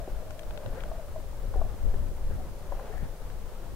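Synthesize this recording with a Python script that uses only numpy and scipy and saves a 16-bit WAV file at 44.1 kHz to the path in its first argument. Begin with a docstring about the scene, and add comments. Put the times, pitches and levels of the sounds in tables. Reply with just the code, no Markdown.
"""Grinding ice on a windy, frozen shore

Wind buffets a camera microphone while ice sheets grind and drift offshore.
Shaped noise makes the deep buffeting, the upper rumble, the wash of grinding ice and the recorder's hiss.
The ice groans in a wavering band of noise, with longer fuzzy rings and airy scrapes now and then.
Fading sine tones make the small bumps, soft thumps and hollow knocks; ticks add a snap of noise.
"""
import sys
import numpy as np
from scipy import signal
from scipy.fft import rfft, irfft
from scipy.io import wavfile
from scipy.ndimage import uniform_filter1d

SR = 44100
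rng = np.random.default_rng(int(sys.argv[2]) if len(sys.argv) > 2 else 0)


def dump_mix(stems):
    """Bounce the given channels to the path in sys.argv[1] as a 16-bit WAV at rate SR."""
    frames = np.atleast_2d(stems).T  # one column per channel
    limited = np.clip(frames, -1, 1)  # hard clip at full scale
    pcm = np.round(limited * 32767).astype(np.int16)
    wavfile.write(sys.argv[1], SR, pcm)


N = 165375  # length in samples, 3.75 s


def gain_of(db):
    """Turns decibels into a factor for the amplitude."""
    return 10 ** (np.asarray(db) / 20)


def evened(x):
    """Scales a sound to an rms level of 1."""
    return x / np.sqrt(np.mean(x ** 2) + 1e-20)


def read(points, hz):
    """Reads a frequency table at any frequency, along a logarithmic scale."""
    f, value = np.transpose(points)
    return np.interp(np.log(hz + 1), np.log(f + 1), value)


def curve(table, axis):
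    """Draws one column of a table as a line over time."""
    rows = np.array(table)
    return np.interp(np.arange(N) / SR, rows[:, 0], rows[:, axis])


def panned(x, db):
    """Makes the left channel louder than the right by db, half up and half down."""
    return x * gain_of(np.array([[db], [-db]]) / 2)


SIDE_LAG_S = 0.00013  # near sounds from the left reach the right port later


def from_left(x, db):
    """Makes a sound louder and earlier at the left port."""
    t = np.arange(len(x)) / SR
    late = np.interp(t - SIDE_LAG_S, t, x)
    return panned(np.array([x, late]), db)


def add(mix, s, sound):
    """Adds a sound to the mix at s seconds, cut off at the end of the mix."""
    part = mix[:, round(s * SR):][:, :sound.shape[1]]
    part += sound[:, :part.shape[1]]


def resonate(x, hz, width):
    """Shifts hz down to zero, smooths, and shifts back: a resonance of gain 1, width in Hz."""
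    phase = 2 * np.pi * np.cumsum(hz * np.ones(x.shape[-1])) / SR
    turn = np.exp(1j * phase)
    r = np.exp(-np.pi * width / SR)
    smooth = signal.lfilter([1 - r], [1, -r], x / turn)
    return 2 * (turn * smooth).real


def pair(same, colour):
    """Makes two channels of coloured noise, alike to a degree that depends on frequency."""
    hz = np.fft.rfftfreq(N, 1 / SR)
    a, b = rfft(rng.standard_normal((2, N)))
    c = np.clip(read(same, hz), -1, 1)
    right = c * a + np.sqrt(1 - c ** 2) * b
    return evened(irfft(np.array([a, right]) * gain_of(read(colour, hz)), N))


def wobble(rate):
    """Makes slow random movement of rms 1, mostly below rate times per second."""
    hz = np.fft.rfftfreq(N, 1 / SR)
    z = rfft(rng.standard_normal(N)) / (1 + (hz / rate) ** 4)
    return evened(irfft(z, N))


STEADY = 0.79  # how far random fading is evened out, 0 to 1


def steadied(x, seconds):
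    """Evens out random fading using each channel's power plus half the other's, smoothed twice."""
    size = int(seconds * SR)
    power = x ** 2 + x[::-1] ** 2 / 2
    power = uniform_filter1d(uniform_filter1d(power, size), size)
    return evened(x / (power + .02 * power.mean()) ** (STEADY / 2))


# Tone colour of the hiss. Each row: frequency in Hz, relative strength in dB per Hz.
HISS_COLOUR = [(500, 0.5), (3000, -1), (8000, -2), (15500, -3)]
HISS_DB = -57


def hiss():
    """The recorder's own hiss: noise that is unrelated in the two channels."""
    unrelated = [(1, 0), (2, 0)]  # Hz, likeness
    return gain_of(HISS_DB) * pair(unrelated, HISS_COLOUR)


# Gusts of wind. Each row: time in seconds, deep buffeting level in dB, upper rumble level in dB,
# both levels before panning.
GUSTS = [(0.0, -30, -41), (0.04, -41, -57), (0.06, -49, -60), (0.13, -28.5, -43.5), (0.24, -40, -41.5),
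         (0.44, -43, -50), (0.48, -28.5, -46), (0.62, -46, -52), (0.69, -31.5, -34), (0.74, -36, -46),
         (0.77, -41.5, -46), (0.89, -32.5, -46.5), (1.07, -42.5, -52), (1.1, -35.5, -47.5),
         (1.32, -38, -45), (1.35, -36.5, -44.5), (1.49, -31.5, -43), (1.53, -32, -43), (1.58, -22, -39.5),
         (1.79, -40.5, -44), (1.83, -23, -42.5), (1.86, -22.5, -39), (2.19, -35, -42), (2.27, -22.5, -50),
         (2.3, -29.5, -37.5), (2.62, -41.5, -48), (2.76, -29.5, -48), (2.83, -41.5, -61),
         (3.06, -29.5, -39.5), (3.18, -45, -63), (3.22, -36, -47), (3.46, -36, -47.5), (3.48, -39, -56.5),
         (3.75, -40, -41)]
# Tone colour of the deep buffeting. Each row: frequency in Hz, relative strength in dB per Hz.
BUFFET_COLOUR = [(5, -56), (8, 7), (21, 7), (33, 5.5), (57, -2), (90, -17.5), (150, -48), (400, -100)]
# Tone colour of the upper rumble. Each row: frequency in Hz, relative strength in dB per Hz.
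RUMBLE_COLOUR = [(30, -21), (60, -2.5), (92, -1.5), (140, -8.5), (209, -14), (300, -20), (500, -25.5),
                 (1000, -55), (3000, -100)]
# How alike the wind is left and right. Each row: frequency in Hz, likeness from -1 to 1.
WIND_LIKENESS = [(15, 0.81), (45, 0.68), (70, 0.31), (100, 0.034), (160, -0.37), (270, 0.021)]
WIND_PAN_DB, RUMBLE_PAN_DB = 5.5, 2  # left over right
LUMPS_DB = 3  # rms swing of the rumble's level


def wind():
    """Wind noise: deep buffeting and a lumpier upper rumble, stronger on the left port."""
    deep = steadied(pair(WIND_LIKENESS, BUFFET_COLOUR), 0.047)
    deep = deep * gain_of(curve(GUSTS, axis=1))
    # the left channel swings more slowly than the right
    lumps = gain_of(LUMPS_DB * np.array([wobble(15), wobble(28)]))
    upper = evened(pair(WIND_LIKENESS, RUMBLE_COLOUR) * lumps)
    upper = upper * gain_of(curve(GUSTS, axis=2))
    return panned(deep, WIND_PAN_DB) + panned(upper, RUMBLE_PAN_DB)


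# Soft thumps at the microphone. Each row: start in seconds, approximate peak in dB before panning,
# pitch in Hz, left over right in dB.
THUMPS = [(0.672, -32.5, 103, 10), (3.025, -31, 149, 7.5)]
THUMP_T60 = 0.058  # seconds to fade by 60 dB


def thump(peak_db, hz, pan_db):
    """A dull, fading low tone that reaches the two ports partly out of step."""
    t = np.arange(6000) / SR
    lag = np.array([[0], [1.5]])  # radians, left and right
    push = np.sin(2 * np.pi * hz * t - lag) * np.minimum(t / 0.0036, 1)
    # the extra 5 dB offsets fading during the soft start
    return panned(push * gain_of(peak_db + 5 - 60 * t / THUMP_T60), pan_db)


# Strength of the grinding ice, used by wash and bumps. Each row: time in seconds,
# base level in dB before each layer's own offset and panning.
GRIND = [(0.02, -46), (0.36, -50), (0.78, -45), (1.2, -51), (1.6, -48), (2.03, -50), (2.7, -48.5),
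         (2.86, -45), (3.16, -49.5), (3.75, -49)]
# Tone colour of the ice noise, for wash and moan. Each row: frequency in Hz, relative strength in dB per Hz.
ICE_COLOUR = [(150, 3), (280, -6), (450, 0), (700, -3), (1050, -8.5), (1540, -12), (2180, -19),
              (4200, -26.5), (9000, -37)]
# How alike the ice noise is left and right, for wash and moan. Each row: frequency in Hz, likeness.
ICE_LIKENESS = [(270, 0.77), (500, 0.92), (1200, 0.67), (2000, 0.43), (4000, 0.41)]
WASH_DB = -0.5  # offset from the base level
WASH_SHARE = 0.94  # how closely the wash follows the changes in level, 0 to 1
GRIND_PAN_DB = 2.5  # left over right, for wash, bumps, moan and rings


def wash():
    """Grinding ice as a broad noise whose level follows the grinding and wobbles at random."""
    level_db = curve(GRIND, axis=1)
    mean_db = level_db.mean()
    wash_db = WASH_DB + mean_db + WASH_SHARE * (level_db - mean_db) + wobble(16)
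    return panned(pair(ICE_LIKENESS, ICE_COLOUR) * gain_of(wash_db), GRIND_PAN_DB)


BUMPS_PER_S, BUMPS_DB = 75, -9  # average rate, offset from the base level
BUMP_SPREAD_DB = 3  # scale of the random spread in size


def bumps():
    """Many small random bumps of the ice, each a tone that fades by 60 dB in 25 cycles."""
    spread_db = BUMP_SPREAD_DB * np.minimum(rng.exponential(1, N), 3)
    size = gain_of(spread_db) * (rng.random(N) < BUMPS_PER_S / SR)
    kind = rng.integers(0, 12, N)  # which of twelve pitches
    t = np.arange(3000) / SR
    total = np.zeros(N)
    for k, hz in enumerate(np.geomspace(330, 1000, 12)):
        tone = np.sin(2 * np.pi * hz * t) * gain_of(-60 * t * hz / 25)
        total += signal.oaconvolve(size * (kind == k), tone)[:N]
    return panned(evened(total) * gain_of(curve(GRIND, axis=1) + BUMPS_DB), GRIND_PAN_DB)


# Wavering moan of the ice. Each row: time in seconds, base level in dB before the offset and panning,
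# centre in Hz.
MOAN = [(0.02, -39.5, 602), (0.08, -52, 570), (0.12, -49.5, 617), (0.44, -43.5, 618), (0.48, -50, 584),
        (0.58, -39.5, 602), (0.74, -50, 530), (0.76, -46, 510), (0.93, -44.5, 658), (1.08, -46, 563),
        (1.12, -64, 587), (1.16, -41, 652), (1.25, -52.5, 526), (1.45, -49, 556), (1.48, -55, 564),
        (1.56, -40.5, 522), (1.59, -61, 601), (1.62, -48, 652), (1.66, -47, 627), (1.7, -47, 546),
        (1.75, -58, 557), (1.88, -49.5, 571), (2.22, -54, 570), (2.32, -49, 513), (2.35, -54, 521),
        (2.38, -49, 626), (2.45, -52, 550), (2.53, -56, 570), (2.7, -50.5, 577), (2.72, -46, 600),
        (2.76, -48, 610), (2.82, -40.5, 540), (2.87, -57, 507), (2.92, -52, 581), (3.03, -56, 528),
        (3.1, -51, 577), (3.14, -62, 551), (3.22, -54, 535), (3.3, -53, 517), (3.75, -56, 536)]
GROAN_WIDTH_HZ, GROAN_DB = 100, -4  # width of each of two resonances, offset from the base level


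def moan():
    """The groan of the ice: noise through two resonances that drift in pitch together."""
    hz = curve(MOAN, axis=2)
    noise = pair(ICE_LIKENESS, ICE_COLOUR)
    for _ in range(2):
        noise = resonate(noise, hz, GROAN_WIDTH_HZ)
    level = gain_of(curve(MOAN, axis=1) + GROAN_DB)
    return panned(steadied(noise, .012) * level, GRIND_PAN_DB)


# Slower, longer rings of the sheet. Each row: start in seconds, length in seconds,
# base level in dB before the offset, swell and panning, centre in Hz.
RINGS = [(1.555, 0.064, -46, 742), (1.63, 0.043, -48.5, 720), (2.36, 0.062, -47, 720),
         (2.89, 0.05, -49, 434), (2.91, 0.06, -46.5, 737), (3.17, 0.11, -48.5, 527)]
RING_WIDTH_HZ = 79  # width of each of two resonances


def ring(length, level_db, hz):
    """A fuzzy note of narrow noise that swells and fades."""
    t = np.arange(0, length, 1 / SR)
    note = rng.standard_normal(len(t) + 2000)
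    for _ in range(2):
        note = resonate(note, hz, RING_WIDTH_HZ)
    note = evened(note[2000:])  # skip the resonances' build-up
    swell = np.sin(np.pi * t / length)
    return panned(note * swell * gain_of(level_db - 1.5), GRIND_PAN_DB)


# Scrapes. Each row: start in seconds, length in seconds, level in dB before the soft ends and panning,
# centre in Hz.
SCRAPES = [(.755, 0.071, -55, 1610), (2.29, 0.067, -56, 1510), (2.85, 0.231, -58.5, 1690)]
SCRAPE_WIDTH_HZ, SCRAPE_PAN_DB = 600, 6.5  # width of each of two resonances, left over right


def scrape(length, level_db, hz):
    """Airy rubbing: noise in a narrow band, off to the left, with soft ends."""
    t = np.arange(0, length, 1 / SR)
    rub = rng.standard_normal(len(t))
    for _ in range(2):
        rub = resonate(rub, hz, SCRAPE_WIDTH_HZ)
    rise = t / length / .4  # over the first 40 percent
    fall = (length - t) / .02  # over the last 20 ms
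    ends = np.clip(np.minimum(rise, fall), 0, 1)
    return from_left(evened(rub) * ends * gain_of(level_db), SCRAPE_PAN_DB)


# Ticks of cracking ice. Each row: start in seconds, level in dB of the lower ring before fading and panning,
# lower ring in Hz, upper ring in Hz, upper ring in dB against the lower, snap in dB against that level,
# left over right in dB.
TICKS = [(.3072, -41.5, 1440, 2530, -4, -10, 14), (.393, -44, 1730, 2780, 3, -3, 13),
         (.433, -46, 1400, 3670, -2, -13, 11), (.508, -44, 1550, 3000, -1, -18, 14),
         (.5755, -39, 1400, 3070, -1.5, -16, 14.5), (.6614, -42.5, 1500, 3280, -2.5, -15, 15),
         (.8064, -44, 1300, 2800, 2, -15, 11), (.8365, -37.5, 1440, 2730, -6, -18, 16),
         (1.085, -46, 1210, 2500, -15, -22, 10), (1.538, -41, 1410, 2720, -17, -19, 2.5),
         (1.942, -40.5, 1760, 2570, -8, -20, 10), (2.7206, -42, 1660, 3000, -16, -19, 2),
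         (2.797, -39, 1550, 2240, -15, -20, 2), (2.979, -44, 1800, 2400, -16, -19, 16),
         (3.3005, -44, 1600, 3300, -5, -18, 8)]
LOWER_T60, UPPER_T60, SNAP_T60 = 0.015, .009, 0.02  # seconds to fade by 60 dB
UPPER_SPLIT = 1.143  # pitch ratio between the three upper tones
TICK_BODY_HZ, TICK_BODY_DB = 824, -1.5  # dB against the lower ring
SNAP_HZ, SNAP_WIDTH_HZ = 6000, 3700


def tick(level_db, lower_hz, upper_hz, upper_db, snap_db, pan_db):
    """Cracking ice: a dull body, a short lower ring, a split upper ring and a bright snap of noise."""
    t = np.arange(1500) / SR
    lower = np.sin(2 * np.pi * lower_hz * t)
    body = gain_of(TICK_BODY_DB) * np.sin(2 * np.pi * TICK_BODY_HZ * t)
    low = (lower + body) * gain_of(-60 * t / LOWER_T60)
    ratios = (1 / UPPER_SPLIT, 1, UPPER_SPLIT)
    upper = sum(np.sin(2 * np.pi * upper_hz * k * t) for k in ratios)
    upper = upper * gain_of(upper_db - 60 * t / UPPER_T60)
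    snap = evened(resonate(rng.standard_normal(len(t)), SNAP_HZ, SNAP_WIDTH_HZ))
    snap = snap * gain_of(snap_db - 60 * t / SNAP_T60)
    start = np.minimum(t / 0.00044, 1)
    return from_left((low + upper + snap) * start * gain_of(level_db), pan_db)


# Knocks of floes. Each row: start in seconds, peak in dB before panning, pitch in Hz, left over right in dB,
# seconds for the main note to fade by 60 dB, extra level of the overtones in dB.
KNOCKS = [(0.077, -31.5, 373, 2.5, 0.042, 1), (0.221, -41, 506, 3.5, 0.075, -17),
          (0.66, -35.5, 573, 16, 0.043, -13), (0.774, -37, 526, 11, 0.051, -6),
          (0.855, -40, 614, 1, 0.06, -16), (0.914, -31, 653, 3.5, 0.044, -6.5),
          (0.993, -38.5, 650, 6, 0.07, -11), (1.158, -36.5, 620, 4.0, 0.09, -20),
          (1.538, -33, 604, 2.0, 0.041, 4), (1.558, -31, 436, 5, 0.04, 2.5),
          (1.614, -26.5, 653, 3.0, 0.049, -6.5), (1.939, -35.5, 400, -1, 0.045, 0.5),
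          (2.305, -37, 410, 6.0, 0.073, -1), (2.688, -40.5, 587, 4.0, 0.053, -1),
          (2.72, -27, 564, 4.5, 0.042, 1), (2.791, -35, 601, 6, 0.1, 6), (2.824, -41, 493, 5, 0.06, -5),
          (2.899, -37.5, 441, 6, 0.097, -8)]
# Overtones of a knock. Each row: ratio to the pitch, level in dB before that extra level,
# share of the main note's fading time.
KNOCK_OVERTONES = [(1.32, -4.5, 1), (1.7, -3, 0.66), (2.3, -13.5, 0.36)]


def knock(peak_db, hz, pan_db, t60, over_db):
    """Knocking floes: a hollow fading note, with a few overtones that fade at least as fast."""
    t = np.arange(8000) / SR
    note = gain_of(-60 * t / t60) * np.sin(2 * np.pi * hz * t)
    for ratio, db, share in KNOCK_OVERTONES:
        fade = gain_of(over_db + db - 60 * t / (share * t60))
        note += fade * np.sin(2 * np.pi * hz * ratio * t)
    note = note * np.minimum(t / .002, 1)  # 2 ms soft start
    return panned(note / abs(note).max() * gain_of(peak_db), pan_db)


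def scene():
    """Layers the wind and the grinding ice, then places every single sound at its time."""
    mix = wind() + wash() + bumps() + moan()
    events = ((THUMPS, thump), (RINGS, ring), (SCRAPES, scrape), (TICKS, tick), (KNOCKS, knock))
    for table, source in events:
        for start, *settings in table:
            add(mix, start, source(*settings))
    return mix


EDGE_HZ = 15780  # upper band limit


def record(dry):
    """Adds the recorder's hiss, then removes the treble above the band limit."""
    low_pass = signal.firwin(1023, EDGE_HZ, window=("kaiser", 9), fs=SR)
    return signal.oaconvolve(dry + hiss(), low_pass[None], "same")


dry = scene()
out = record(dry)
dump_mix(out)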